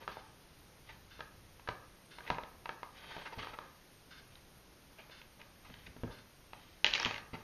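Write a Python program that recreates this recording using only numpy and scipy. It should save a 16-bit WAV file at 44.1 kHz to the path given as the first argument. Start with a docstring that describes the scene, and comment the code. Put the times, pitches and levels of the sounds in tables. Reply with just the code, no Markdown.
"""Rabbit with a plastic dustpan

Indoors on carpet, a phone microphone a metre or two away: a rabbit paws, bites, drags and drops the pan.
Claws and teeth ring the pan's short plate modes and set it chattering; scuffs and drags are noise
slips through the same modes, and landing weight rings the floor boards with low thuds.
A wall clock, noise bursts through small resonances, ticks once a second. All these share a diffuse
room tail over shaped-noise hiss and a wavering low hum; thin hiss flickers in two strips above 8 kHz."""
import sys
import numpy as np
from scipy import signal
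from scipy.fft import rfft, irfft
from scipy.io import wavfile
from scipy.ndimage import uniform_filter1d

SR = 44100
rng = np.random.default_rng(int(sys.argv[2]) if len(sys.argv) > 2 else 0)


def pcm_store(signal):
    """Save signal as 16-bit PCM."""
    levels = np.round(np.clip(np.atleast_2d(signal), -1, 1) * 32767)
    wavfile.write(sys.argv[1], SR, levels.astype(np.int16).T)


def decibels_to_gain(level_db):
    """Convert a level in decibels to a linear amplitude gain (20 dB per decade)."""
    exponent = np.asarray(level_db, float) / 20
    return 10 ** exponent


N = 327654  # samples

# Quiet room and microphone, relative noise density: [f/Hz, level/dB]
QUIET_SPECTRUM = [(12, -70), (20, 2), (70, -28.5), (139, -11), (226, -19), (256, -18), (398, -20.5),
                  (603, -22.5), (649, -24), (771, -24), (7000, -32.5), (9100, -17), (15400, -120)]
# Thin flickering hiss in two strips above 8 kHz: [low f/Hz, high f/Hz]
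HISS_STRIPS = [(8350, 11750), (11950, 13720)]
# Plate modes of the pan, decay before the ring factor: [f/Hz, level/dB, t60/s]
PAN_MODES = [(524, -7, 0.038), (642.5, -5.5, 0.061), (780, -4, 0.03), (949.4, 0.5, 0.046),
             (1080, -0.5, 0.018), (1270, 3.5, 0.024), (1610, 5.5, 0.02), (2039, -2.5, 0.03),
             (2215, 3.5, 0.016), (2533, 3, 0.015), (2774, -1, 0.016), (3220, 5, 0.0085),
             (3780, -1.5, 0.011), (4355, -8, 0.011), (4640, -14, 0.0074), (5350, -18.5, 0.012),
             (6220, -19, 0.0028)]
# Drags of the rim over the pile, level before swell and hardness:
# [start t/s, length/s, level/dB, hardness/(dB per octave)]
DRAGS = [(0.0, 0.064, -56.5, -2.5), (0.08, 0.26, -67.5, -3), (0.84, 0.14, -67.5, 4.5),
         (2.204, 0.19, -59, -0.5), (2.922, 0.46, -56.5, 2), (3.354, 0.2, -54, 1), (3.55, 0.21, -63, -4),
         (4.275, 0.13, -72, 6), (4.95, 0.14, -67, 0), (5.36, 0.17, -70.5, -4), (5.593, 0.35, -69, 4.5),
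         (6.497, 0.34, -72, 6.5), (6.92, 0.27, -47, 3.5), (7.34, 0.14, -62.5, -3), (6.038, 0.13, -63, -8)]
# Decay of the room: [f/Hz, t60/s]
ROOM_DECAY = [(100, 0.54), (400, 0.47), (1200, 0.52), (3000, 0.26), (6500, 0.35)]
# Claws, teeth and rim on the pan; blow peak before the chatter, crack relative to the ring:
# [t/s, level/dB, f near the strike point/Hz, hardness/(dB per octave), crack level/dB]
TAPS = [(0.078, -24, 1220, 1.5, -1), (0.170, -34.5, 870, -7, -2), (1.193, -38.5, 446, -5, 0),
        (1.206, -30.5, 1270, 4, -15), (1.596, -44.5, 918, 2, -3), (1.675, -31.5, 1530, 2.5, -25),
        (1.688, -22, 800, 2.5, -12), (2.185, -36, 940, 2.5, -14), (2.206, -40, 1610, -2, -6),
        (2.277, -35, 2110, 3, -3), (2.302, -18, 870, 3, -15), (2.345, -39, 2600, 3, -7),
        (2.384, -27, 940, -2.5, -21), (2.435, -35, 744, 2, -11), (2.657, -30.5, 1110, 3.5, -20),
        (2.692, -25, 1270, 0.5, -27), (2.831, -30, 1030, -1, -10), (3.166, -33.5, 800, -1, -6),
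        (3.446, -35, 1210, 10, -1), (3.471, -34, 1080, 2, -3), (3.588, -30, 1240, -0.5, 4),
        (4.355, -43, 3850, 12, -1), (5.097, -45, 584, 1.5, -5), (5.216, -43, 2620, 2, -7),
        (5.415, -41, 2560, 4, -5), (5.699, -46, 501, 5, -7), (5.740, -40.5, 3180, 6, -13),
        (5.965, -42, 482, -1, 4), (6.035, -31, 620, -0.5, 2), (6.533, -32.5, 1020, 4.5, -7),
        (6.845, -7, 3010, 7.5, -1), (6.865, -15, 3150, 9, 3), (6.906, -38, 5300, 16, 4),
        (6.911, -29, 3200, 8, 5), (6.937, -12.5, 3130, 20, 1), (6.951, -20, 2630, 20, -5),
        (6.956, -21, 2560, 8, 1), (6.979, -25, 1920, 19, 5), (6.999, -22.5, 5440, 6.5, 0.5),
        (7.029, -28, 5670, 2, 2), (7.030, -28, 1330, 10, -3), (7.049, -15.5, 3120, 9, 6),
        (7.058, -19, 2680, 17, 1), (7.061, -26.5, 970, -0.5, -29), (7.068, -29.5, 3170, -1, 1),
        (7.110, -25, 1050, 4, -17), (7.143, -30, 2400, 10, -6), (7.161, -32, 2460, 3, -6),
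        (7.180, -32.5, 925, 8.5, -22), (7.347, -41, 960, -6, -12)]
# Weight landing on the floor: [t/s, peak level/dB, favoured f/Hz]
THUDS = [(0.078, -49, 383), (1.687, -39.5, 102), (2.303, -35, 170), (3.164, -49, 172), (3.375, -39, 70.4),
         (5.696, -47.5, 248), (5.873, -47, 51.5), (5.963, -48.5, 256), (6.034, -32, 300),
         (7.054, -35.5, 250), (7.332, -36.5, 228)]
# Floor boards under the carpet, before ring() retunes and shortens them: [f/Hz, level/dB, t60/s]
BOARD_MODES = [(55, -9, 0.15), (88.4, -4, 0.13), (117.4, 0, 0.15), (170, 1, .09), (250, -1, 0.087),
               (352, -9, 0.084), (466, -6.5, 0.11), (665, -7, 0.076)]
# Short scuffs of claws or rim, nominal level:
# [t/s, level/dB, favoured f/Hz, hardness/(dB per octave), length/s]
SCUFFS = [(0.086, -40, 1200, 5, 0.026), (0.116, -46, 1090, 10, 0.023), (0.888, -39, 2120, 4, 0.028),
          (2.262, -40, 2120, 3, 0.06), (2.313, -34, 880, 0, 0.017), (2.967, -47.5, 3250, 18, 0.039),
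          (3.041, -43, 915, 2, 0.016), (3.102, -41, 1400, 2, 0.02), (3.211, -39, 865, 5, 0.022),
          (3.253, -33.5, 1320, 5, 0.04), (3.321, -35, 940, 4.5, 0.029), (3.382, -34, 1300, 9.5, 0.035),
          (3.423, -33, 1260, 4, 0.021), (3.532, -36.5, 1260, 3.5, 0.024), (4.983, -42.5, 2640, -0.5, 0.04),
          (5.394, -46.5, 2570, 1, 0.027), (5.645, -46.5, 1320, 7, 0.032), (5.862, -40, 2020, 9.5, 0.02),
          (6.929, -27, 3070, 11, 0.02), (7.331, -35.5, 970, 4.5, 0.042)]
# Clock movement, before ring() retunes and shortens it: [f/Hz, level/dB, t60/s]
CLOCK_MODES = [(1670, -7, 0.024), (2310, -8, 0.02), (2850, -6.5, 0.014), (3180, -1.5, 0.011),
               (3710, -6.5, 0.021), (4260, 0.5, 0.0085), (4960, -11.5, 0.011)]


def band(x, lo_hz, hi_hz, order=2):
    """Butterworth band-pass."""
    return signal.sosfilt(signal.butter(order, [lo_hz, hi_hz], "band", fs=SR, output="sos"), x)


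def level(x, db):
    """Scale to an rms level."""
    return x * decibels_to_gain(db) / np.sqrt(np.mean(x ** 2))


def decay(t, t60_s):
    """Exponential fade, 60 dB down after t60."""
    return np.exp(-np.log(1000) * t / t60_s)


def ring(modes, extra_db=0., stretch=0.82, detune=0.96, rise_s=0.00054):
    """Decaying modes after a short push, peak 1; stretch scales decay times, detune scales frequencies."""
    hz, db, t60_s = np.transpose(modes)[:, :, None]
    t = np.arange(SR // 4) / SR
    waves = np.sin(2 * np.pi * hz * np.reshape(detune, (-1, 1)) * t)
    gains = decibels_to_gain(db + np.reshape(extra_db, (-1, 1)))
    y = (gains * decay(t, t60_s * stretch) * waves).sum(axis=0)
    y = y * (1 - np.exp(-t / rise_s))
    return y / np.abs(y).max()


def add(out, s, y):
    """Mix y in at time s."""
    i = round(s * SR)
    out[i:i + len(y)] += y[:N - i]


def walk(rate):
    """Random levels held 1 / rate s and slewed; spread near 1."""
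    k = int(SR / rate)
    held = np.repeat(rng.standard_normal(N // k + 1), k)
    return 1.23 * uniform_filter1d(held, k)[:N]


def quiet():
    """Room and microphone: nearly steady shaped hiss from about 140 Hz up, wavering hum below."""
    f = np.fft.rfftfreq(N, 1 / SR)
    hz, db = np.transpose(QUIET_SPECTRUM)
    gains = decibels_to_gain(np.interp(np.log(f + 1), np.log(hz), db))
    noise = level(irfft(rfft(rng.standard_normal(N)) * gains, N), -58)  # dB before the band-pass
    hiss = band(noise, 138, 9600) * decibels_to_gain(0.18 * walk(3.68))
    hum = level(band(rng.standard_normal(N), 9.9, 103), -65)  # dB before its waver
    return hiss + hum * decibels_to_gain(2 * walk(4.8))


def thin_hiss():
    """Narrow noise slices in the two strips, each flickering in level by itself."""
    out, slice_hz = np.zeros(N), 250
    for lo_hz, hi_hz in HISS_STRIPS:
        for hz in np.arange(lo_hz, hi_hz - 100, slice_hz):
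            noise = band(rng.standard_normal(N), hz, min(hz + slice_hz, hi_hz), order=4)
            out += level(noise, -87) * decibels_to_gain(3.5 * walk(23))
    return out


def scrape():
    """Dense slips of carpet fibres drive the pan's modes; each drag swells and fades."""
    peak_share, roundness = 0.39, 1.08  # share of the length spent swelling; exponent of the swell
    slips = rng.standard_normal(N) * decibels_to_gain(2.0 * rng.exponential(size=N) + 2.0 * walk(70))
    t, out = np.arange(N) / SR, np.zeros(N)
    # rubbing damps the plate, so its modes ring shorter and blur together
    voices = []
    for mode in PAN_MODES:
        voice = signal.fftconvolve(slips, ring([mode], stretch=0.46))[:N]
        voices.append(level(voice, mode[1] - 6))
    for s, length_s, db, hard_db in DRAGS:
        i, j = int(s * SR), min(int((s + length_s) * SR), N)
        turns_s = s + length_s * np.array([0, peak_share, 1])
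        phase = np.interp(t[i:j], turns_s, [0, np.pi / 2, np.pi])
        swell = np.abs(np.sin(phase)) ** roundness
        rub = sum(v[i:j] * decibels_to_gain(hard_db * np.log2(m[0] / 1500)) for v, m in zip(voices, PAN_MODES))
        out[i:j] += decibels_to_gain(db) * swell * rub
    return out


def room(x):
    """Diffuse noise tail, each half octave with its own decay."""
    room_db, gap_s = -8, 0.0086  # tail level, onset time
    renew_s = 0.3  # a new random tail is drawn this often, so no single colour stands out
    t, tails, step = np.arange(SR // 2) / SR, 0, int(renew_s * SR)
    noise = rng.standard_normal((N // step + 1, len(t)))
    decay_hz, decay_s = np.transpose(ROOM_DECAY)
    for hz in 50 * 2 ** np.arange(0, 7.6, .5):
        t60_s = np.interp(np.log(hz), np.log(decay_hz), decay_s)
        tails = tails + band(noise, hz / 2 ** .25, hz * 2 ** .25) * decay(t, t60_s)
    tails = tails * (1 - np.exp(-(t / gap_s) ** 2))
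    out = np.zeros(N)
    for k, tail in enumerate(tails):
        piece = x[k * step:(k + 1) * step]
        tail = tail * decibels_to_gain(room_db) / np.sqrt(np.sum(tail ** 2))
        add(out, k * step / SR, signal.fftconvolve(piece, tail))
    return out


def pan(near_hz, hard_db, stretch, colour_chance, bend_chance):
    """The strike point favours its nearest modes, hard contact the high ones; each grip bends the plate."""
    hz = np.array(PAN_MODES)[:, 0]
    near_db = 6 * np.exp(-(np.log2(hz / near_hz) / 0.37) ** 2)
    colour_db = near_db + hard_db * np.log2(hz / 1500)
    return ring(PAN_MODES, colour_db + 2 * colour_chance, stretch, 1 + .025 * bend_chance)


def taps():
    """A crack of a few cycles at the contact, the plate's ring, then a fading chatter of small rebounds."""
    chatter_db, chatter_t60_s, chatter_ring = -23, 0.16, 0.16  # rms under the blow before its fade
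    out, t = np.zeros(N), np.arange(SR // 4) / SR
    chance = rng.standard_normal((len(TAPS), 4, len(PAN_MODES)))
    fade = decay(t, chatter_t60_s) * (1 - np.exp(-(t / 0.0057) ** 2))
    for (s, db, near_hz, hard_db, crack_db), c in zip(TAPS, chance):
        crack = ring([(near_hz, 0, .0065), (2.48 * near_hz, -6, .003)], rise_s=0.00024)
        # harder blows press the plate into the pile, so they ring shorter
        stretch = 0.66 - 0.008 * (db + 26)
        blow = pan(near_hz, hard_db, stretch, c[0], c[1]) + decibels_to_gain(crack_db) * crack
        # uneven noise: occasional strong rebounds among many weak ones
        grit = rng.standard_normal(len(t)) * decibels_to_gain(3.54 * rng.exponential(size=len(t)))
        plate = pan(near_hz, hard_db, chatter_ring, c[2], c[3])
        chatter = level(signal.fftconvolve(grit, plate)[:len(t)], chatter_db)
        add(out, s, decibels_to_gain(db) * (chatter * fade - blow / np.abs(blow).max()))
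    return out


def thuds():
    """Soft long pushes ring the boards, most of all near the favoured frequency."""
    out, hz = np.zeros(N), np.array(BOARD_MODES)[:, 0]
    for s, db, near_hz in THUDS:
        near_db = 7 * np.exp(-(np.log2(hz / near_hz) / .5) ** 2)
        add(out, s, -decibels_to_gain(db) * ring(BOARD_MODES, near_db, rise_s=0.003))
    return out


def scuffs():
    """A burst of tiny slips swells and fades through the damped plate."""
    out, t = np.zeros(N), np.arange(SR // 8) / SR
    chance = rng.standard_normal((len(SCUFFS), 2, len(PAN_MODES)))
    slips = rng.standard_normal((len(SCUFFS), len(t)))
    for (s, db, near_hz, hard_db, length_s), c, slip in zip(SCUFFS, chance, slips):
        shape = np.sin(np.pi * np.clip(t / length_s, 0, 1) ** 0.51)
        y = signal.fftconvolve(slip * shape, pan(near_hz, hard_db, 0.43, c[0], c[1]))
        # equal energy for equal length
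        y = y * np.sqrt(length_s * SR / 2 / np.sum(y ** 2))
        add(out, s, decibels_to_gain(db - 10.5) * y)
    return out


def clock():
    """The hand steps with a short rattle, then settles with a softer one; noise rings the movement."""
    first_s, tick_db, scatter_db, rise_s = 0.104, -62.5, 1, 0.0098  # dB of the drive, not of the ring
    drive, t = np.zeros(N), np.arange(SR // 8) / SR
    step = (1 - np.exp(-t / rise_s)) * np.exp(-t / 0.044)
    settle = 0.27 * np.exp(-((t - .085) / 0.016) ** 2)
    for s in np.arange(first_s, N / SR, 1):
        add(drive, s, decibels_to_gain(tick_db + scatter_db * rng.standard_normal()) * (step + settle))
    return signal.fftconvolve(drive * rng.standard_normal(N), ring(CLOCK_MODES, stretch=0.36))[:N]


def scene():
    """Pan, floor and clock share the room, over its hiss and hum."""
    near = scrape() + taps() + thuds() + scuffs() + clock()
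    return (near + room(near) + quiet())[None]


def low_pass(x):
    """Removes everything above the highest recorded frequency."""
    return signal.sosfilt(signal.butter(12, 14420, fs=SR, output="sos"), x)


def record(dry):
    """The main sound ends steeply near 7.5 kHz; thin hiss is added in two strips above 8 kHz."""
    steep = signal.cheby2(12, 55, 7750, fs=SR, output="sos")  # 55 dB down from 7750 Hz
    mix = signal.sosfilt(steep, dry) + thin_hiss()
    return low_pass(mix)


dry = scene()
out = record(dry)
pcm_store(out)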